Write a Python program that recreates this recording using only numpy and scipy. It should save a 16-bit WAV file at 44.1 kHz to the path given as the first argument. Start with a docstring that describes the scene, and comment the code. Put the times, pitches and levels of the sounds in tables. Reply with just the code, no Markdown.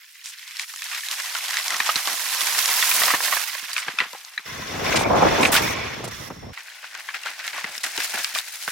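"""Dry leaves and twigs crunch closer as a four-legged robot on wheels rolls down a wooded slope.
The wheels crush countless grains, knock stones, bang over a branch, skid and draw away.
Next, a jump on paving: tread patters, leg joints clack, drives whirr, wind buffets the microphone.
Last, loose rubble grinds and sand hisses. Crunch, tread and wind are showers of tiny pulses
ringing noise bands; each knock is a short contact ringing the modes of stone, wood or leg."""
import sys
import numpy as np
from scipy import signal
from scipy.fft import rfft, irfft, next_fast_len
from scipy.io import wavfile

SR = 44100
rng = np.random.default_rng(int(sys.argv[2]) if len(sys.argv) > 2 else 0)


def unload_wav(signal):
    """Save mono or channel-first audio to the path in sys.argv[1] as 16-bit WAV at rate SR, clipped to [-1, 1]."""
    wavfile.write(
        sys.argv[1],
        SR,
        np.round(np.clip(np.atleast_2d(signal).T, -1, 1) * 32767).astype(np.int16),
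    )


N = 384111
TIME_S = np.arange(N) / SR
PAVING_S, RUBBLE_S, END_S = 4.45, 6.53, N / SR
TOP_HZ = 16150

# Slope: t/s, soil rumble/dB, stone crunch/dB, leaf rustle/dB
SLOPE_LEVELS = [(0.0, -120, -48, -59), (0.33, -122, -43.5, -51.5), (0.98, -72, -34, -38.5),
                (1.9, -53, -32, -33), (2.19, -59, -32.5, -31.5), (2.46, -48, -27.5, -28.5),
                (2.88, -48.5, -26.5, -24), (3.17, -42, -27.5, -27), (3.34, -46, -29, -29),
                (3.52, -73.5, -33, -39.5), (3.98, -68, -39, -48), (4.18, -69, -47, -47.5),
                (4.44, -83, -44.5, -55.5)]
# Flung litter: t/s, level/dB
LITTER_LEVELS = [(1.3, -62), (2.3, -42.5), (2.9, -31.5), (3.35, -38.5), (4.0, -74)]
# Rubble: t/s, soil rumble/dB, stone crunch/dB, sand hiss/dB
RUBBLE_LEVELS = [(6.56, -75, -42.5, -54.5), (6.76, -75.5, -43.5, -55), (7.64, -64.5, -38.5, -47.5),
                 (8.19, -59.5, -35, -37), (8.42, -75, -40.5, -46.5), (8.7, -69, -42, -38.5)]
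# Run-up, jump, roll-out: t/s, tread/dB, grit/dB
PAVING_LEVELS = [(4.47, -37, -49), (4.61, -36.5, -49), (5.35, -26, -45.5), (5.55, -28, -37),
                 (5.72, -32, -50.5), (5.88, -34, -53), (6.14, -44.5, -60), (6.31, -48, -58),
                 (6.51, -51.5, -67)]
# Wind, strongest as the robot flies past: t/s, rumble/dB, flutter/dB
WIND_LEVELS = [(4.47, -62, -62), (4.636, -44, -46.5), (4.776, -38, -36), (5.092, -30.5, -21),
               (5.26, -28, -27.5), (5.394, -32.5, -23), (5.744, -41.5, -42), (6.35, -44.5, -51),
               (6.4, -44.5, -62.5)]
# Wheel digs in (+) or goes light (-): t/s, length/s, rumble/dB, crunch/dB, hiss/dB
WHEEL_LOADS = [(0.05, 0.16, -15, -3.5, 1), (0.65, 0.16, -7, -6, 0.5), (0.945, 0.02, -3, 7, 1),
               (1.0, 0.059, -27, -5, 0.5), (1.11, 0.04, 0, 1.5, 3), (1.53, 0.062, -5, 6.5, -0.5),
               (1.68, 0.084, 10, 4, -1.5), (2.075, 0.066, 16, 2.5, 1), (2.94, 0.13, 7.5, 0.5, 1.5),
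               (3.155, 0.057, -1, -6.5, -4.5), (3.77, 0.14, 2, 4, -0.5), (4.01, 0.07, 3, 7.5, -2),
               (4.84, 0.14, 2, 4, 5.5), (5.04, 0.11, -1, -6.5, -5), (5.47, 0.083, 0, -3.5, -13),
               (5.62, 0.11, 0, 2, 9), (6.11, 0.17, 0, 5.5, 10.5), (6.83, 0.016, 11, 6, -1),
               (6.94, 0.059, 8, 4, 0), (7.14, 0.025, 10, 13, 1), (7.255, 0.049, 17, 9, 3),
               (7.39, 0.019, 3, 7.5, 0), (7.44, 0.041, 4, 8.5, 3.5), (7.53, 0.082, 10, 8.5, 1.5),
               (7.65, 0.068, 12, 0.5, -2), (7.79, 0.039, -7, -8, -4.5), (7.835, 0.03, 16.5, 5.5, 6.5),
               (7.975, 0.078, 6, 6, 5.5), (8.14, 0.066, 12.5, 5.5, 0), (8.34, 0.058, 19, 7.5, 9.5)]
# Gusts (+), lulls (-): t/s, length/s, rumble/dB, flutter/dB
GUSTS = [(4.45, 0.15, 10, 6), (5.02, 0.061, -3, -4.5), (5.135, 0.089, -1, 5), (5.222, 0.054, 2.5, 9),
         (5.59, 0.28, 3, 4), (6.02, 0.061, 6.5, 1), (6.1, 0.1, 2, -5), (6.42, 0.084, 5.5, 15)]
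# Robot bearing: t/s, left minus right at 8 kHz/dB
BEARING = [(0.0, -2), (1.7, -2), (2.2, -5), (3.18, -3), (3.39, -9), (4.0, -0.5), (5.0, 2), (5.53, -2.5),
           (5.94, 0.5), (6.23, -6), (6.72, 2.5), (7.8, 1.5), (8.71, 1)]

# Band of each level column: low/Hz, high/Hz
GROUND_ZONES = [(100, 600), (900, 3500), (7000, 15000)]
TYRE_ZONES = [(2000, 6500), (8000, 15000)]
WIND_ZONES = [(40, 250), (350, 1400)]
# Base spectra: f/Hz, density/dB
SLOPE_SPECTRUM = [(40, -53), (110, -45), (170, -30.5), (380, -23), (520, -15), (780, -3), (1030, 0.5),
                  (1350, 1.5), (1900, 5.5), (3300, 1), (5500, -0.5), (7500, -6), (13000, -8.5),
                  (16000, -29)]
RUBBLE_SPECTRUM = [(40, -35), (100, -20), (170, -25.5), (290, -12.5), (420, -16.5), (650, -2), (900, 2.5),
                   (1150, -4), (1600, 7), (2300, 6.5), (3200, -0.5), (5000, -1), (8000, -9.5),
                   (16000, -18.5)]
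TYRE_SPECTRUM = [(790, -17), (1000, -8.5), (1400, -2.5), (2400, -4.5), (3000, -8.5), (4500, -11.5),
                 (6200, -12), (8500, -23), (11000, -18.5), (16000, -22.5)]
SKID_SPECTRUM = [(150, -44), (450, -20), (900, -0.5), (2200, 3.5), (5500, 2.5), (9000, -3), (16000, -22)]
WIND_SPECTRUM = [(15, -54), (25, -20), (85, 0.5), (226, -1), (370, -4), (586, -4), (716, -5), (996, -8),
                 (2000, -24.5), (2600, -57), (4400, -120)]
# Stereo width: f/Hz, side minus mid/dB
GROUND_WIDTH = [(100, -38), (500, -18.5), (1300, -13), (2400, -5), (4400, -4), (9000, -1.5), (15000, 0)]
AIR_WIDTH = [(60, -16), (200, -6), (400, -0.5), (700, 1), (2000, -6), (4400, -1), (9000, 0)]

# Impacts: t/s, level/dB, ring f/Hz, relative crack/dB
STONE_KNOCKS = [(1.35, -14.5, 1470, -8), (1.742, -14.5, 1860, -9), (1.801, -6, 1810, -17),
                (1.89, -4.5, 1240, -19), (1.957, -8, 4150, -21), (2.073, -12, 1160, -5.5),
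                (2.825, -7, 1960, -26), (2.914, -8.5, 2450, -19), (3.715, -25, 4050, -15),
                (3.764, -9.5, 2530, -28), (3.78, -12, 2100, -11), (3.881, -11, 1630, -32),
                (3.986, -6, 2560, -37), (4.002, -4, 1960, -29), (4.018, -19, 1940, -27),
                (4.131, -25, 985, -8), (4.147, -24.5, 804, -15), (6.574, -20, 1910, -30),
                (6.842, -23.5, 1450, -20), (6.95, -22.5, 1560, -9), (7.087, -15, 1645, -24),
                (7.144, -19.5, 2470, -27), (7.234, -23.5, 2790, -9), (7.26, -17, 1410, -13),
                (7.269, -18, 1600, -22), (7.478, -21.5, 2180, -1.5), (7.579, -18.5, 1080, -13),
                (7.642, -13.5, 2000, -18), (7.838, -12, 1870, -16), (7.977, -17.5, 1560, -2),
                (8.003, -16, 1700, -7), (8.135, -20, 1510, -21), (8.175, -16, 1500, -18),
                (8.245, -15, 2440, -1), (8.35, -17.5, 2340, -3), (8.357, -15.5, 1200, -14),
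                (8.677, -11, 1476, -17)]
BRANCH_KNOCKS = [(3.017, -11, 1130, -18), (3.035, -12.5, 1200, -2), (3.081, -8, 1130, -13),
                 (3.103, -9, 1140, -19), (3.111, -12, 1250, -7), (3.136, -9, 1050, -22),
                 (3.144, -8.5, 1080, -22), (3.203, -15.5, 1020, -22), (3.28, -15, 1100, -22),
                 (3.323, -9, 1130, -32), (3.333, -14, 1140, -25), (3.368, -12, 1016, -14),
                 (3.55, -21, 1020, -8)]
HARD_STONE_CLINKS = [(3.731, -23, 4530, -10), (4.377, -15.5, 1840, -24), (7.779, -27, 5370, -4),
                     (8.387, -19.5, 3720, -6)]
LEG_CLACKS = [(4.864, -18, 2270, -25), (4.925, -17, 2280, -25), (4.964, -23, 2260, -14),
              (5.43, -8.5, 2320, -20), (5.451, -6, 2340, -33), (5.551, -11, 1420, -8),
              (5.565, -11, 2920, -10), (6.037, -25.5, 677, -25), (6.302, -29.5, 917, -33)]
# Modes of the struck bodies: f/ring f, width/centre, gain/dB
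STONE_MODES = [(0.601, 0.43, -4.5), (1, 0.11, 3), (1.35, 0.1, -4.5), (2.0, 0.16, -11)]
BRANCH_MODES = [(.58, 0.31, -7), (1, 0.18, 2.5), (1.66, .1, 3), (2.351, 0.2, -6.5)]
HARD_STONE_MODES = [(1, 0.16, 5), (1.28, 0.07, -3), (2.14, .05, -1.5)]
LEG_MODES = [(.55, 0.24, -8), (.85, 0.077, -5), (1, 0.14, 5.5), (1.16, .06, 0), (1.66, 0.064, -8)]
# Wheel and leg resonances: f/Hz, width/Hz, gain/dB
WHEEL_MODES = [(1048, 134, 2.5), (2017, 265, -3.5), (3490, 170, 3), (5660, 690, 2.5)]
# Snapping twigs: t/s, level/dB, ring f/Hz
TWIG_SNAPS = [(0.258, -20, 5740), (0.478, -27, 3820), (0.51, -24, 2520), (0.569, -19, 4530),
              (0.596, -9.5, 2190), (0.738, -21, 1430), (0.761, -20, 5960), (0.820, -14.5, 2260),
              (0.949, -15, 2520), (1.007, -22, 4330), (1.086, -14, 3640), (1.113, -14, 3860),
              (1.2, -12.5, 1860), (1.483, -15.5, 3690), (1.509, -14, 1810), (1.542, -11, 1800),
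              (1.570, -6, 2010), (1.681, -9.5, 5400), (1.705, -7.5, 1830), (1.766, -15, 5600),
              (1.963, -11, 4010), (2.372, -16, 4400), (2.408, -8.5, 3990), (2.496, -14, 1840),
              (2.658, -8, 4900), (2.778, -12, 5500), (4.249, -24.5, 4500)]
# Tyres hitting bumps and hollows: t/s, level/dB
TYRE_THUMPS = [(1.742, -39), (1.801, -35), (1.958, -26), (2.073, -37), (2.425, -37), (3.035, -32),
               (3.136, -17), (3.369, -44), (3.627, -43), (3.865, -43), (3.881, -26), (3.935, -40),
               (4.002, -31), (4.018, -27.5), (4.055, -40), (4.133, -42), (4.39, -46), (4.964, -16),
               (5.43, -11), (6.005, -21), (6.037, -23), (6.075, -25), (6.303, -20.5), (7.642, -28),
               (7.776, -45), (7.98, -23), (8.143, -29), (8.677, -28)]
# Skids: t/s, level/dB, time scale/s, tilt/(dB/octave)
SKIDS = [(0.24, -39.5, 0.033, 4.5), (0.589, -34, 0.018, 0.5), (1.858, -23.5, 0.012, -1.5),
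         (3.73, -31.5, 0.0062, 8), (3.768, -33, 0.019, 4), (4.957, -20, 0.0093, -2),
         (4.99, -31.5, 0.016, 4), (5.409, -30, 0.035, 4), (5.518, -24, 0.025, 19),
         (5.523, -19, 0.031, -4.5), (6.04, -37, 0.0081, 5.5), (6.076, -40.5, .007, 5),
         (7.833, -26.5, 0.0077, 3)]
# Straining drives: t/s, length/s, level re tread curve/dB, start f/Hz
DRIVE_WHIRRS = [(4.838, 0.26, -2.5, 2355), (5.334, 0.17, -7.5, 2420), (5.6, .39, -4, 2380)]


def slope_crunch(load_db):
    """Crushed leaves, twigs and stones ring the wheels; close by, flung litter sparkles."""
    levels_db = follow(SLOPE_LEVELS, load_db)
    litter_db = follow(LITTER_LEVELS, load_db[2])[0]
    crunch = shower(0, PAVING_S, levels_db, GROUND_ZONES, SLOPE_SPECTRUM, GROUND_WIDTH,
                    rate_hz=700, spread_db=3.5, decay_s=.001, shared=.39, blur=1)
    leaves = crackle(0, PAVING_S, levels_db[2], rate_hz=75, spread_db=5, band_hz=(2010, 12600))
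    litter = crackle(0, PAVING_S, litter_db, rate_hz=300, spread_db=4.5, band_hz=(12000, 17000))
    return undb(-2.5) * crunch + undb(-9) * wheel_ring(crunch) + undb(-10) * leaves + litter


def rubble_crunch(load_db):
    """Loose stones grind and sand hisses under the wheels."""
    levels_db = follow(RUBBLE_LEVELS, load_db)
    crunch = shower(RUBBLE_S, END_S, levels_db, GROUND_ZONES, RUBBLE_SPECTRUM, GROUND_WIDTH,
                    rate_hz=650, spread_db=3, decay_s=.001, shared=.27, blur=1)
    crusts = crackle(RUBBLE_S, END_S, levels_db[2], rate_hz=100, spread_db=2, band_hz=(2500, 13400))
    return undb(-2) * crunch + undb(-1) * crusts


def tyre_patter():
    """Tread patters on the paving and rings the wheels."""
    levels_db = follow(PAVING_LEVELS, swells_db(WHEEL_LOADS)[1:])
    patter = shower(PAVING_S, RUBBLE_S, levels_db, TYRE_ZONES, TYRE_SPECTRUM, AIR_WIDTH,
                    rate_hz=3000, spread_db=5, decay_s=.0044, shared=.47, blur=.1)
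    return undb(-2) * (patter + undb(1.5) * wheel_ring(patter))


def shower(start_s, end_s, levels_db, zones, spectrum, width, rate_hz, spread_db, decay_s, shared, blur):
    """Grains ring third-octave bands: shared ones span all, others an octave; the finest blur to hiss."""
    span = slice(int(start_s * SR), int(end_s * SR))
    t = TIME_S[span]
    centres_hz = 1000 * 2 ** (np.arange(-15, 13) / 3)
    centres_hz = centres_hz[(centres_hz >= spectrum[0][0]) & (centres_hz <= spectrum[-1][0] * 1.1)]
    bands_db = db_at(spectrum, centres_hz) + 10 * np.log10(centres_hz)
    lifts_db = []  # per zone, blended into its neighbours
    for zone_db, (low_hz, high_hz) in zip(levels_db[:, span], zones):
        inside = (centres_hz >= low_hz) & (centres_hz <= high_hz)
        lifts_db.append(zone_db - 10 * np.log10(np.sum(undb(bands_db[inside]) ** 2)))
    log_middles = np.log(zones).mean(axis=1)
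    broad = grains(len(t), rate_hz, spread_db, decay_s)
    out, lean_db = np.zeros((2, len(t))), bearing_db(t)
    for k, (hz, db) in enumerate(zip(centres_hz, bands_db)):
        if k % 3 == 0:
            power = shared * broad + (1 - shared) * grains(len(t), rate_hz, spread_db, decay_s)
        weights = [np.interp(np.log(hz), log_middles, pick) for pick in np.eye(len(zones))]
        lift_db = np.dot(weights, lifts_db)
        force = np.sqrt(power + blur * hz / 10000) * (rng.random((2, len(t))) - .5)
        ring = unit_rms(band(force, hz / 2 ** (1 / 6), hz * 2 ** (1 / 6)))
        out += stereo(ring, hz, width, lean_db) * undb(db + lift_db)
    return out


def grains(n, rate_hz, spread_db, decay_s):
    """Power of tiny decaying breaks, many weak, few strong; mean one."""
    when, size = rng.random((int(rate_hz * n / SR) + 1, 2)).T
    strength = -np.log(1 - .985 * size)
    hits = np.bincount((when * n).astype(int), undb(spread_db * strength) ** 2, n)
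    power = signal.lfilter([1], [1, -np.exp(-1 / (decay_s * SR))], hits)
    return power / power.mean()


def wheel_load_db():
    """Wheel weight and lumpy ground modulate rumble, crunch and hiss."""
    lumps = wobble(N, 10, 18)
    depths_db = [1.5, 1.77, .885]
    return swells_db(WHEEL_LOADS) + np.outer(depths_db, lumps)


def wheel_ring(shake, waver_db=.5, wander_share=.015):
    """Shaken wheels and legs ring; each mode wavers in level and pitch."""
    n, out = shake.shape[1], 0
    for hz, width_hz, db in WHEEL_MODES:
        gain = undb(db + waver_db * wobble(n, 12, 35))
        shift_hz = wander_share * hz * wobble(n, 10, 16)
        ring = band(shake, hz - width_hz / 2, hz + width_hz / 2)
        analytic = signal.hilbert(ring, next_fast_len(n))[:, :n]
        out += gain * np.real(analytic * np.exp(1j * phase_rad(shift_hz)))
    return out


def crackle(start_s, end_s, level_db, rate_hz, spread_db, band_hz):
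    """Dry leaves and crusts break one by one in bright cracks."""
    span = slice(int(start_s * SR), int(end_s * SR))
    t = TIME_S[span]
    breaks = rng.standard_normal((2, len(t))) * np.sqrt(grains(len(t), rate_hz, spread_db, .0018))
    cracks = unit_rms(band(breaks, *band_hz))
    return stereo(cracks, band_hz[1], GROUND_WIDTH, bearing_db(t)) * undb(level_db[span])


def pebble_ticks(start_s, end_s, curve, rate_hz, gain_db, low_hz, high_hz):
    """Pebbles and twigs tick with two clashing pitches each; level follows the crunch curve."""
    out, t = np.zeros((2, N)), TIME_S[:int(.025 * SR)]
    times_s, _, crunch_db, _ = np.transpose(curve)
    span_s = end_s - start_s
    for when, pitch, size, place, length, shape in rng.random((int(rate_hz * span_s), 6)):
        at_s = start_s + when * span_s
        hz = low_hz * (high_hz / low_hz) ** pitch
        db = gain_db + np.interp(at_s, times_s, crunch_db) - 4.5 * np.log(1 - .95 * size)
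        stereo_lag_s = (place - .5) * .00008 * np.array([[1], [-1]])
        decay_cycles = 3 + 8 * length
        envelope = (1 - np.exp(-t * hz)) * np.exp(-t * hz / decay_cycles)
        phase = 2 * np.pi * hz * (t + stereo_lag_s)
        tick = np.sin(phase) + .52 * np.sin(phase * (1.2 + .5 * shape))
        add(out, at_s, undb(db) * envelope * tick)
    return out


def knock(at_s, db, ring_hz, crack_db, modes, crumbs_db):
    """Sharp contact and brief chatter ring a stone, branch or leg; crumbs scatter after."""
    t = TIME_S[:int(.16 * SR)]
    noise, lean_db = rng.standard_normal((3, 2, len(t))), bearing_db(at_s)
    chatter = np.exp(-t / .003) * np.sqrt(grains(len(t), rate_hz=1500, spread_db=2, decay_s=.0001))
    contact = noise[0] * chatter
    contact[0, int(.0004 * SR)] += 6  # first touch, hardest
    ring = 0
    for ratio, width, mode_db in modes:
        hz, edge = ring_hz * ratio, 1 + width / 2
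        mode = burst(contact, hz / edge, hz * edge)
        ring += undb(mode_db) * stereo(mode, hz, GROUND_WIDTH, lean_db)
    scatter = np.exp(-t / .02) * np.sqrt(grains(len(t), rate_hz=450, spread_db=-1, decay_s=.0022))
    crumbs = stereo(burst(noise[1] * scatter, 1160, 2760), 1800, GROUND_WIDTH, lean_db)
    snap = noise[2] * np.exp(-t / .0018)
    crack = stereo(burst(snap, 2200, 5900), 4000, GROUND_WIDTH, lean_db)
    return undb(db) * (undb(-4) * ring + undb(crumbs_db) * crumbs + undb(crack_db + 5.5) * crack)


def twig_snap(at_s, db, ring_hz, split_s=.002):
    """A twig splits: dry crack, splinters, short ring of the wood."""
    t = TIME_S[:SR // 20]
    split = rng.standard_normal((2, len(t))) * np.exp(-t / split_s)
    split[0, 0] += 5  # the break
    wood = burst(split, ring_hz / 1.19, ring_hz * 1.22)
    crack = burst(split, 1730, 6900)
    return undb(db) * stereo(undb(-10) * wood + undb(-8) * crack, 1800, GROUND_WIDTH, bearing_db(at_s))


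def tyre_thump(db, decay_s=.0072, db_per_octave=18):
    """A tyre hits the ground; harder blows have shorter contact and reach higher."""
    t = TIME_S[:SR // 10]
    force = rng.standard_normal((2, len(t))) * np.exp(-t / decay_s)
    cutoff_hz = 125 + 1800 * 2 ** (db / db_per_octave)
    thump = burst(band(force, 148, cutoff_hz), 88, 1100)
    return undb(db - .5) * stereo(thump, 350, GROUND_WIDTH, 0)


def skid(at_s, db, scale_s, tilt_db_per_octave):
    """A sliding wheel sprays grit until the tyre grips."""
    t = TIME_S[:int(.25 * SR)]
    hz = np.fft.rfftfreq(len(t), 1 / SR) + 1
    grit = rng.standard_normal((2, len(t)))
    grit *= np.sqrt(grains(len(t), rate_hz=3600, spread_db=2.5, decay_s=.00071))
    shape_db = db_at(SKID_SPECTRUM, hz) + tilt_db_per_octave * np.log2(hz / 3000)
    spectrum = rfft(grit) * undb(shape_db) * (hz < TOP_HZ)
    spectrum[1] *= undb(db_at(GROUND_WIDTH, hz))
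    mid, side = irfft(spectrum, len(t))
    hold_s, release_s = 1.9 * scale_s, .51 * scale_s
    slide = (1 - np.exp(-t / .0003)) * np.exp(-np.maximum(t - hold_s, 0) / release_s)
    lean = undb(bearing_db(at_s) / 4 * np.array([[1], [-1]]))
    return undb(db) * slide * lean * np.array([mid + side, mid - side]) / mid.std()


def drive_whirr(sag_hz_per_s=350, smear_hz=150):
    """Geared drives whirr roughly under strain, sinking as they slow."""
    out, tread_db = np.zeros((2, N)), follow(PAVING_LEVELS, 0)[0]
    for at_s, length_s, db, hz in DRIVE_WHIRRS:
        t = TIME_S[:int(length_s * SR)]
        phase = phase_rad(hz - sag_hz_per_s * t)
        rough = band(rng.standard_normal((2, 2, len(t))), 10, smear_hz)
        whirr = unit_rms(rough[0] * np.cos(phase) + rough[1] * np.sin(phase))
        whirr *= signal.windows.tukey(len(t), .2)
        gain = undb(db + np.interp(at_s + t, TIME_S, tread_db))
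        add(out, at_s, gain * stereo(whirr, hz, AIR_WIDTH, bearing_db(at_s)))
    return out


def drive_whine(start_s, pitch_hz=5420, level_db=-55, rise_s=.26):
    """Thin, wavering note of the wheel drives during roll-out."""
    t = TIME_S[int(start_s * SR):int(RUBBLE_S * SR)]
    hz = pitch_hz + 22 * wobble((2, len(t)), 22, 98)
    fade_in = np.minimum((t - t[0]) / rise_s, 1)
    return undb(level_db) * unit_rms(np.sin(phase_rad(hz))) * fade_in


def wind():
    """Eddies buffet the microphone in puffs."""
    levels_db = follow(WIND_LEVELS, swells_db(GUSTS))
    return undb(1.5) * shower(PAVING_S, RUBBLE_S, levels_db, WIND_ZONES, WIND_SPECTRUM, AIR_WIDTH,
                              rate_hz=350, spread_db=1.5, decay_s=.0027, shared=.95, blur=.1)


def swells_db(rows, attack_s=.004, release_s=.016):
    """Summed rise-hold-release level changes, per zone."""
    total_db = 0
    for at_s, length_s, *zones_db in rows:
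        hold_s = max(length_s, attack_s)
        corners_s = [-attack_s / 2, attack_s / 2, hold_s, hold_s + release_s]
        total_db += np.outer(zones_db, np.interp(TIME_S - at_s, corners_s, [0, 1, 1, 0]))
    return total_db


def follow(curve, changes_db):
    """Per-sample levels of a curve plus quick changes."""
    times_s, *zones_db = np.transpose(curve)
    return np.array([np.interp(TIME_S, times_s, db) for db in zones_db]) + changes_db


def stereo(pair, hz, width, lean_db):
    """Mid/side to left/right; far-side treble is shaded."""
    mid, side = pair[0], pair[1] * undb(db_at(width, hz))
    lean = undb(lean_db / 2 * (hz / 8000) ** .5)
    return np.array([(mid + side) * lean, (mid - side) / lean])


def bearing_db(at_s):
    """Left minus right treble level."""
    return np.interp(at_s, *np.transpose(BEARING))


def band(x, low_hz, high_hz):
    """Four-pole band-pass."""
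    edges_hz = np.clip([low_hz, high_hz], 10, [.44 * SR, .48 * SR])
    return signal.sosfilt(signal.butter(2, edges_hz, "band", fs=SR, output="sos"), x)


def burst(x, low_hz, high_hz):
    """Band-pass, scaled to the energy of a 2 ms full-scale tone."""
    x = band(x, low_hz, high_hz)
    return x / np.sqrt(np.sum(x ** 2, axis=-1, keepdims=True) / (.001 * SR))


def wobble(shape, low_hz, high_hz):
    """Band noise, rms one."""
    return unit_rms(band(rng.standard_normal(shape), low_hz, high_hz))


def db_at(table, hz):
    """Table lookup on a log-frequency axis."""
    points_hz, db = np.transpose(table)
    return np.interp(np.log(hz), np.log(points_hz), db)


def phase_rad(hz):
    return 2 * np.pi * np.cumsum(hz, axis=-1) / SR


def undb(db):
    return 10 ** (np.asarray(db) / 20)


def unit_rms(x):
    return x / np.sqrt(np.mean(x ** 2))


def add(out, at_s, sound):
    start = int(at_s * SR)
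    out[:, start:start + sound.shape[1]] += sound[:, :N - start]


def scene():
    """Slope, paving and rubble in turn, with snaps, thumps, knocks and skids."""
    out, load_db = np.zeros((2, N)), wheel_load_db()
    roll_out_s = 6.05
    add(out, 0, slope_crunch(load_db))
    out += pebble_ticks(0, PAVING_S, SLOPE_LEVELS, rate_hz=85, gain_db=-.5, low_hz=1700, high_hz=11900)
    add(out, PAVING_S, tyre_patter() + wind())
    add(out, roll_out_s, drive_whine(roll_out_s))
    add(out, RUBBLE_S, rubble_crunch(load_db))
    out += pebble_ticks(RUBBLE_S, END_S, RUBBLE_LEVELS,
                        rate_hz=98, gain_db=-2, low_hz=1293, high_hz=5060)
    out += drive_whirr()
    for row in TWIG_SNAPS:
        add(out, row[0], twig_snap(*row))
    for at_s, db in TYRE_THUMPS:
        add(out, at_s, tyre_thump(db))
    for row in STONE_KNOCKS:
        add(out, row[0], undb(-3) * knock(*row, STONE_MODES, crumbs_db=-4))
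    for row in BRANCH_KNOCKS:
        add(out, row[0], undb(-3.5) * knock(*row, BRANCH_MODES, crumbs_db=-2.5))
    for row in HARD_STONE_CLINKS:
        add(out, row[0], knock(*row, HARD_STONE_MODES, crumbs_db=-10.5))
    for row in LEG_CLACKS:
        add(out, row[0], knock(*row, LEG_MODES, crumbs_db=-4))
    for row in SKIDS:
        add(out, row[0], skid(*row))
    return out


def record(dry):
    """Soft clip, then steep low-pass."""
    return signal.sosfilt(signal.ellip(10, .2, 70, TOP_HZ, fs=SR, output="sos"), np.tanh(dry))


dry = scene()
out = record(dry)
unload_wav(out)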